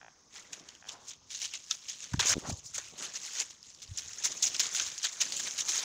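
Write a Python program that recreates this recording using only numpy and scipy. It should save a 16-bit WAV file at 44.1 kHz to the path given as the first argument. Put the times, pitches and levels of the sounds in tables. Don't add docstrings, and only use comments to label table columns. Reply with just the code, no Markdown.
import sys
import numpy as np
from scipy import signal
from scipy.io import wavfile
from scipy.ndimage import uniform_filter1d

SR = 44100
rng = np.random.default_rng(int(sys.argv[2]) if len(sys.argv) > 2 else 0)


def transcribe(u):
    v = np.clip(np.atleast_2d(u).T, -1, 1)
    q = np.round(v * 32767).astype(np.int16)
    wavfile.write(sys.argv[1], SR, q)


N = 257676
TIME = np.arange(N) / SR
HZ = np.fft.rfftfreq(4096, 1 / SR)


def amp(db):
    return 10 ** (np.asarray(db) / 20)


def evened(x):
    return x / np.sqrt(np.mean(x ** 2) + 1e-20)


def read(points, hz):
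    f, value = np.transpose(points)
    return np.interp(np.log(hz + 1), np.log(f + 1), value)


def add(mix, s, sound):
    part = mix[round(s * SR):][:len(sound)]
    part += sound[:len(part)]


def drift(n, span):
    knots = rng.standard_normal(n // 16 + 2)
    smooth = uniform_filter1d(knots, max(round(span / 16), 1))
    return evened(np.repeat(smooth, 16)[:n])


def colour(x, points):
    log_gain = np.maximum(read(points, HZ), -100) * np.log(10) / 20
    full = np.r_[log_gain, log_gain[-2:0:-1]]
    phase = -signal.hilbert(full).imag
    taps = np.fft.ifft(np.exp(full + 1j * phase)).real[:2048]
    return signal.oaconvolve(x, taps)[:len(x)]


# (f/Hz, level/dB)
AIR_SPECTRUM = [(30, -9.5), (90, -2.5), (230, -1.5), (600, -16.5), (1100, -5), (2600, -27.5), (4500, -12),
                (5300, -3), (6600, -1.5), (7600, -46), (8600, -55), (13400, -40), (14800, -42),
                (15800, -22)]
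AIR_DB = -65.5


def air_hiss():
    return amp(AIR_DB) * evened(colour(rng.standard_normal(N), AIR_SPECTRUM))


# (t/s, level/dB, level of the deep part/dB)
RUMBLE_LEVELS = [(0.0, -71, -75), (0.32, -73.5, -77.5), (0.55, -59, -78), (0.748, -68.5, -76),
                 (1.15, -73.5, -75), (1.74, -76, -78), (2.13, -70, -79), (2.3, -51, -47.5),
                 (2.39, -59, -66), (2.52, -49.5, -62), (2.6, -70, -60.5), (2.9, -69.5, -69.5),
                 (3.02, -51, -89), (3.12, -66, -75), (3.4, -74.5, -79), (3.95, -72.5, -72),
                 (4.08, -71, -66), (4.28, -61.5, -74.5), (4.6, -62, -75), (4.88, -63, -67), (5.1, -83, -85),
                 (5.24, -57.5, -75), (5.84, -66, -79)]
# (f/Hz, level/dB)
RUMBLE_SPECTRUM = [(60, -27.5), (130, -4.5), (215, -2.5), (500, -4), (900, -8.5), (1200, -10), (2000, -65)]
# (f/Hz, level/dB)
DEEP_SPECTRUM = [(12, -40), (30, -20), (70, -6), (110, -7), (200, -19), (400, -81)]


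def rumble():
    s, *levels_db = np.transpose(RUMBLE_LEVELS)
    lumps = amp(3.4 * drift(N, 900))
    total = np.zeros(N)
    for level_db, spectrum in zip(levels_db, (RUMBLE_SPECTRUM, DEEP_SPECTRUM)):
        noise = colour(rng.standard_normal(N) * lumps, spectrum)
        total += amp(np.interp(TIME, s, level_db)) * evened(noise)
    return total


# (t/s, level/dB, centre f/Hz)
SNORT_PATHS = [
    [(0.86, -61, 900.0), (0.96, -55, 840), (0.964, -59.5, 820), (1.112, -67.5, 880), (1.136, -62, 900.0),
     (1.15, -68, 900.0)],
    [(2.43, -61, 1100.0), (2.458, -44, 1000), (2.48, -48, 1020), (2.5, -55, 1100.0)],
]


def snort(rows):
    s, level_db, hz = np.transpose(rows)
    t = np.arange(s[0], s[-1], 1 / SR)
    turn = np.exp(2j * np.pi * np.cumsum(np.interp(t, s, hz)) / SR)
    pole = np.exp(-np.pi * 1200 / SR)
    air = rng.standard_normal(len(t)) / turn
    air = signal.lfilter([1], np.convolve([1, -pole], [1, -pole]), air)
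    air = (turn * air).real
    return s[0], evened(air) * amp(np.interp(t, s, level_db)) * signal.windows.tukey(len(t), .2)


# (t/s, claps per s, nominal clap peak level/dB, mouth opening as level/dB on the upper resonances)
GRUNT_PATHS = [
    [(0, 76, -40, 14), (.035, 58, -38, -3), (.07, 57, -36, 1), (.088, 48, -37, 0), (.108, 39, -53, 4)],
    [(.808, 59, -42, 9), (.838, 56, -39, 3), (.85, 105, -43, 3), (.885, 112, -46, 0)],
]
# (f/Hz, width/Hz, level/dB)
THROAT_RESONANCES = [(766, 185, -0.5), (1640, 480, 8.5), (2470, 150, -9), (3210, 250, -9)]


def grunt(rows):
    s, rate, peak_db, open_db = np.transpose(rows)
    t = np.arange(s[0], s[-1], 1 / SR)
    count = np.floor(np.cumsum(np.interp(t, s, rate)) / SR)
    clap_db = np.interp(t, s, peak_db) - 2.9 * (count % 2 == 0)
    clap_db += 2.0 * rng.standard_normal(len(t))
    claps = np.diff(count, prepend=0) * amp(clap_db)
    lift = amp(np.interp(t, s, open_db))
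    u = np.arange(600) / SR
    rings = []
    for f, width, db in THROAT_RESONANCES:
        decay = np.exp(-np.pi * width * u)
        onset = np.minimum(u / .0013, 1)
        rings.append(amp(db) * decay * np.sin(2 * np.pi * f * u) * onset)
    first, upper = rings[0], sum(rings[1:])
    claps /= (1 + lift) / 2 * abs(first + upper).max()
    return s[0], np.convolve(claps, first) - np.convolve(claps * lift, upper)


# (t/s, nominal peak level/dB, f/Hz, turns until the envelope is widest)
BUMP_EVENTS = [(1.707, -41.5, 1316, 7.4), (2.12, -38, 114, 1), (2.14, -20.5, 129, 0.45),
               (2.142, -32.5, 288, 1), (2.154, -39, 100, 0.42), (2.171, -34, 104, 0.48),
               (2.183, -29, 104, 0.39), (2.212, -41, 110, 0.77), (2.254, -32.5, 400, 0.32),
               (2.356, -29.5, 258, 0.28), (2.367, -22.5, 285, 0.35), (2.38, -22.5, 240, 0.32),
               (2.472, -42, 171, 0.82), (2.485, -33, 202, 0.73), (2.492, -28.5, 150, 0.42),
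               (2.498, -30, 724, 1.1), (2.513, -32, 212, 0.54), (2.523, -31, 96.5, 0.51),
               (2.5337, -34.5, 91, 0.51), (2.781, -42, 576, 1.4), (3.886, -44.5, 73, 0.87),
               (3.911, -35, 92, 0.74)]


def bump(peak_db, hz, turns):
    u = np.arange(0, 6 * turns, hz / SR) / turns
    swell = (u * np.exp(1 - u)) ** 2.03
    return -amp(peak_db) * np.sin(2 * np.pi * turns * u) * swell


# (f/Hz, level/dB)
PORT_SPECTRUM = [(180, -43.5), (300, -24), (700, -21), (1300, -15.5), (2600, -6), (3500, -1.5), (4700, -2),
                 (5700, 3.5), (6550, 7), (7200, 3), (8200, -9.5), (13500, -31), (14700, -21.5),
                 (15800, -18)]
# (t/s, peak level/dB, f/Hz)
SNAP_EVENTS = [(0.597, -36, 5400), (0.689, -33, 4300), (0.751, -37.5, 3130), (0.888, -33, 5550),
               (1.136, -40, 5600), (1.349, -32, 4940), (1.374, -38, 4500), (1.39, -34, 5300),
               (1.417, -23, 5800), (1.456, -24, 5860), (1.537, -25, 2760), (1.641, -39, 5970),
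               (1.664, -42, 5470), (1.7108, -11.5, 5680), (1.845, -40, 5540), (2.004, -32, 2700),
               (2.023, -37, 6170), (2.042, -28, 6000), (2.134, -32, 930), (2.202, -15.5, 5630),
               (2.205, -18, 5560), (2.21, -14, 3600), (2.32, -27, 5560), (2.329, -17, 5700),
               (2.781, -25, 5990), (3.251, -28, 6600), (3.401, -21, 5800), (3.44, -39, 5000),
               (3.629, -36, 5100), (3.703, -39, 5160), (3.748, -38.5, 4770), (4.06, -32, 3840),
               (4.133, -29.5, 5500), (4.254, -13, 5560), (4.714, -37, 1500), (4.748, -22, 1450),
               (4.84, -32, 5500), (4.883, -31, 1290), (4.565, -20.5, 5000), (4.864, -22.5, 5400),
               (5.219, -24, 5830), (5.322, -22, 4350), (5.51, -24.5, 6600), (5.473, -24, 2940),
               (5.697, -19, 6100), (5.793, -21, 4050), (5.609, -24, 5860), (5.621, -29, 6000),
               (5.694, -32, 5460)]
SNAP_TURNS = 2.3


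def snap(peak_db, hz):
    u = np.arange(500) / SR * hz / SNAP_TURNS
    ragged = np.sin(2 * np.pi * SNAP_TURNS * u) + 1.06 * rng.standard_normal(len(u))
    click = colour(ragged * u * np.exp(-u), PORT_SPECTRUM)
    return amp(peak_db) * click / abs(click).max()


def leaf_band(lo, hi):
    inside = HZ[(HZ > lo) & (HZ < hi)]
    return np.sqrt(np.sum(amp(read(PORT_SPECTRUM, inside)) ** 2) / len(HZ))


def crackle(levels, per_s, spread_db, turns, clump_db, patch_db, ticks_per_s, tick_db):
    n = levels.shape[1]
    pitches = np.geomspace(300, 15000, num=28)
    step = np.log(pitches[1] / pitches[0])
    bands = [(4500, 9000), (2500, 4500), (700, 2500)]
    logs = [np.log(level / leaf_band(*band) + 1e-9) for level, band in zip(levels, bands)]
    clumps_db = clump_db * drift(n, 80)
    out = np.zeros(n)
    for hz in pitches:
        luck = rng.random(n) / (per_s * (hz / 3000) ** .6 / SR)
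        size_db = spread_db * np.minimum(-np.log(luck + 1e-12), 4)
        snaps = (luck < 1) * amp(size_db + clumps_db + patch_db * drift(n, 600))
        t = np.arange(int(turns * SR / hz) + 2) / SR
        wave = np.sin(2 * np.pi * hz * t) * np.sin(np.pi * t / t[-1]) ** 2
        wave = wave / np.linalg.norm(wave)
        place = np.interp(np.log(hz), np.log([1600, 3300, 5500]), [2, 1, 0])
        level = np.exp(sum(max(1 - abs(place - k), 0) * log for k, log in enumerate(logs)))
        share = np.sqrt(2 * hz * step / SR)
        out += signal.oaconvolve(evened(snaps) * level, wave)[:n] * share
    luck = rng.random(n) / (ticks_per_s / SR)
    ticks = (luck < 1) * amp(spread_db * np.minimum(-np.log(luck + 1e-12), 3))
    tick_level = np.exp((logs[0] + logs[1]) / 2)
    out += amp(tick_db) * evened(uniform_filter1d(ticks, size=4)) * tick_level
    return colour(out, PORT_SPECTRUM)


# (t/s, level/dB, middle part relative level/dB, low part relative level/dB)
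SCRATCH_PATHS = [
    [(2.192, -27, -1.6, 2.5), (2.198, -31, -0.22, 1), (2.21, -30, 1.6, 1), (2.216, -39, 2, -2)],
    [(2.217, -37, -3, 3), (2.243, -40, 2.5, 1.5), (2.281, -23.5, -14, -10.5), (2.331, -27, -14, -6),
     (2.342, -40.5, 9, 9)],
]


def scratch():
    s, level_db, middle_db, low_db = np.vstack(SCRATCH_PATHS).T
    t = np.arange(s[0], s[-1], 1 / SR)
    levels = np.array([amp(np.interp(t, s, level_db + db)) for db in (0, middle_db, low_db)])
    levels *= signal.windows.tukey(len(t), .02)
    return s[0], crackle(levels, per_s=1200, spread_db=3.5, turns=5.9, clump_db=3.0, patch_db=3.5,
                         ticks_per_s=470, tick_db=-11.0)


# (t/s, crackle level/dB, middle crunch relative level/dB, low crunch relative level/dB)
SETTLING = [(0.0, -72, -5, 13.5), (0.29, -71, -12, -7), (0.62, -66.5, 2, 7.5), (0.8, -66.5, -9, -4),
            (1.0, -67.5, 4, -20), (1.28, -79, 0, -7), (1.32, -49, -5, -19), (1.65, -55, -8.5, -14),
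            (2.1, -56.5, -5, -9), (2.44, -62.5, 1.5, -12), (2.62, -70, 3, -1), (2.95, -62.5, 0.5, -9),
            (3.25, -49.5, -12, -6), (3.47, -75, -6.5, -6), (3.58, -72, -8, -11), (3.85, -59.5, -5, -11.5),
            (4.05, -50.5, -8, -8.5), (4.3, -45, -8, -9.5), (4.9, -50, -22, -15), (5.15, -49, -9, -2.5),
            (5.35, -43, -7, -14), (5.84, -44.5, -21, 1)]
# (t/s of full weight, level/dB, middle crunch relative level/dB,
# low crunch relative level/dB, swell by TREAD_DB t/s, fade by TREAD_DB t/s)
TREAD_EVENTS = [(0.361, -47.5, -4, -2, 0.049, 0.12), (0.53, -51, -10, -5, 0.027, 0.15),
                (0.69, -57.5, -4, 0, 0.036, 0.14), (0.892, -50, -1.5, -10, 0.041, 0.085),
                (1.1, -49, -15, -21, 0.11, 0.056), (1.305, -48.5, -3, -26, 0.016, 0.19),
                (1.365, -53.5, -16, -16, 0.063, 0.018), (1.455, -40, -3.5, -16, 0.13, 0.043),
                (1.555, -44.5, 0, -5, 0.057, .025), (1.71, -38, -8.5, -12.5, 0.024, 0.078),
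                (1.9, -43, -2.5, -18, 0.056, 0.1), (2.04, -47.5, -2, -8.5, 0.082, 0.074),
                (2.15, -53, -12, -0.5, 0.1, 0.056), (2.4, -47.5, -13, -7.5, .15, 0.05),
                (2.5, -38, -9, -19, 0.063, 0.021), (2.594, -48, -14, -33, 0.16, 0.011),
                (2.66, -40.5, -34, -36, .03, 0.072), (2.749, -40.5, -10, -6, 0.023, 0.2),
                (3.03, -40.5, -7.5, -3.5, 0.067, 0.11), (3.16, -60, -17, -8, 0.059, .12),
                (3.26, -41, -10.5, -17, 0.098, 0.11), (3.349, -41.5, -7.5, -7, 0.12, .2),
                (3.42, -35, -7, -8.5, 0.11, 0.016), (3.65, -55.5, -7.5, -16, 0.055, 0.3),
                (4.0, -47, -7, -15, 0.1, 0.06), (4.249, -23.5, -12.5, -12.5, 0.016, 0.039),
                (4.436, -26.5, -6, -19, 0.015, 0.064), (4.54, -41.5, -10, -6.5, 0.054, 0.14),
                (4.6, -26.5, -4.5, -11, 0.015, 0.041), (4.64, -43, -3, -1.5, 0.048, 0.17),
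                (4.769, -31.5, -8, -15, 0.067, 0.053), (4.798, -35.5, -6.5, -8, 0.11, 0.23),
                (5.046, -31, -1.5, -11, 0.027, 0.053), (5.21, -34.5, -7, -12, 0.019, 0.12),
                (5.47, -38.5, -11, -12, 0.25, 0.078), (5.61, -31.5, -10, -27, 0.055, .015),
                (5.7, -32, -9, -24, 0.071, 0.2), (5.755, -33, -8.5, -12.5, 0.07, 0.22)]
TREAD_DB = 20
# (t/s, nominal peak level/dB, middle crunch relative level/dB,
# low crunch relative level/dB, t/s until 60 dB down)
CRUNCH_EVENTS = [(0.525, -28.5, -5.5, -15.5, 0.046), (0.686, -44, 12.5, -24, 0.016),
                 (0.884, -32.5, 5, -24, 0.037), (0.916, -34.5, -15, -18, 0.051),
                 (1.077, -32.5, -32, -31, 0.058), (1.1017, -44.5, 7.5, -18, 0.1),
                 (1.3016, -36, -7, -17, .069), (1.341, -30, -2, -19, .036), (1.4137, -28.5, -5, -13, 0.1),
                 (1.438, -32, 3.5, -12, 0.048), (1.537, -35.5, 10, -18, 0.045),
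                 (1.7073, -20.5, 7, -22, 0.022), (1.882, -32, -3, -13, 0.057), (2.0218, -46, -15, -3, .045),
                 (2.131, -31.5, -21, 12.5, 0.02), (2.4905, -28, -18, -16, 0.035),
                 (2.4967, -28.5, -6, -2, 0.026), (2.52, -30, -9.5, -18, 0.027),
                 (2.742, -24.5, -11, -33, 0.053), (2.7766, -21, -14, -7.5, 0.032),
                 (2.975, -33.5, -9, -20, 0.14), (3.031, -29, -4.5, -23, 0.081),
                 (3.1356, -32, -20, -7, 0.07), (3.151, -29.5, -4, -10.5, 0.078),
                 (3.392, -23.5, -14, -8, 0.066), (3.5, -37, -9, -36, 0.052), (3.8168, -32, -6, -24, .056),
                 (3.971, -24, -14.5, -18, 0.066), (4.2443, -26, -19, -25, 0.041),
                 (4.3126, -27.5, -11, -15, 0.055), (4.3655, -34, -20, -28, 0.056),
                 (4.4218, -13, -13, -37, 0.037), (4.437, -10.5, -21, -30, 0.022),
                 (4.4647, -17, -22, -20, 0.048), (4.5407, -26, -3, -10, .051),
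                 (4.5943, -10.5, -7.5, -25, 0.039), (4.6285, -20, -15, -14, 0.04),
                 (4.6506, -29, -7, -26, .045), (4.663, -22, -11, -27, 0.019), (4.75, -20, -15, -30, .036),
                 (4.796, -21, 1, -6, 0.018), (4.862, -26.5, -22, -19, .057), (4.975, -28, -12, -30, 0.039),
                 (5.027, -21.5, -13, -22, 0.027), (5.1218, -35.5, -17, -27, 0.096),
                 (5.2024, -26, -1, -26, .045), (5.2106, -16, -7.5, -16, 0.039),
                 (5.32, -25.5, -12, -34, 0.053), (5.362, -22.5, -11.5, -19, 0.06),
                 (5.3923, -21, -10.5, -9.5, 0.038), (5.43, -29, -18, -17, 0.037),
                 (5.454, -28, 1, -23, 0.029), (5.4665, -27.5, 0.5, 1.5, 0.031),
                 (5.575, -23.5, -5.5, -18, 0.096), (5.6826, -17.5, -24, -6, 0.029),
                 (5.689, -19.5, -5, -26, 0.03)]
CRUNCH_RISE_S = 0.0043


def leaves():
    s, level_db, middle_db, low_db = np.transpose(SETTLING)
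    power = np.array([amp(np.interp(TIME, s, level_db + db)) ** 2 for db in (0, middle_db, low_db)])
    for s, level_db, middle_db, low_db, swell, fade in TREAD_EVENTS:
        away = np.maximum((s - TIME) / max(swell, .005), (TIME - s) / max(fade, .005))
        relative_db = np.array([[0], [middle_db], [low_db]])
        power += amp(level_db - TREAD_DB * away + relative_db) ** 2
    t = np.arange(SR // 4) / SR
    for s, peak_db, middle_db, low_db, t60 in CRUNCH_EVENTS:
        fade_db = 60 * (t / max(t60, .005)) ** 2
        rise = np.minimum(t / CRUNCH_RISE_S, 1)
        burst = amp(peak_db - fade_db) * rise / 3
        for band, db in zip(power, (0, middle_db, low_db)):
            add(band, s, (burst * amp(db)) ** 2)
    return crackle(np.sqrt(power), per_s=1200, spread_db=1.5, turns=7.73, clump_db=2.0, patch_db=3.5,
                   ticks_per_s=120, tick_db=-8.5)


def scene():
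    mix = leaves() + rumble() + air_hiss()
    add(mix, *scratch())
    for s, *click in SNAP_EVENTS:
        add(mix, s, snap(*click))
    for s, *blow in BUMP_EVENTS:
        add(mix, s, bump(*blow))
    for rows in GRUNT_PATHS:
        add(mix, *grunt(rows))
    for rows in SNORT_PATHS:
        add(mix, *snort(rows))
    return mix[None]


CEILING_DB, EDGE_HZ = -11, 15650


def record(dry):
    soft = amp(CEILING_DB) * np.tanh(dry / amp(CEILING_DB))
    low_pass = signal.firwin(511, EDGE_HZ, window=("kaiser", 9), fs=SR)
    return signal.oaconvolve(soft, low_pass[None], "same")


dry = scene()
out = record(dry)
transcribe(out)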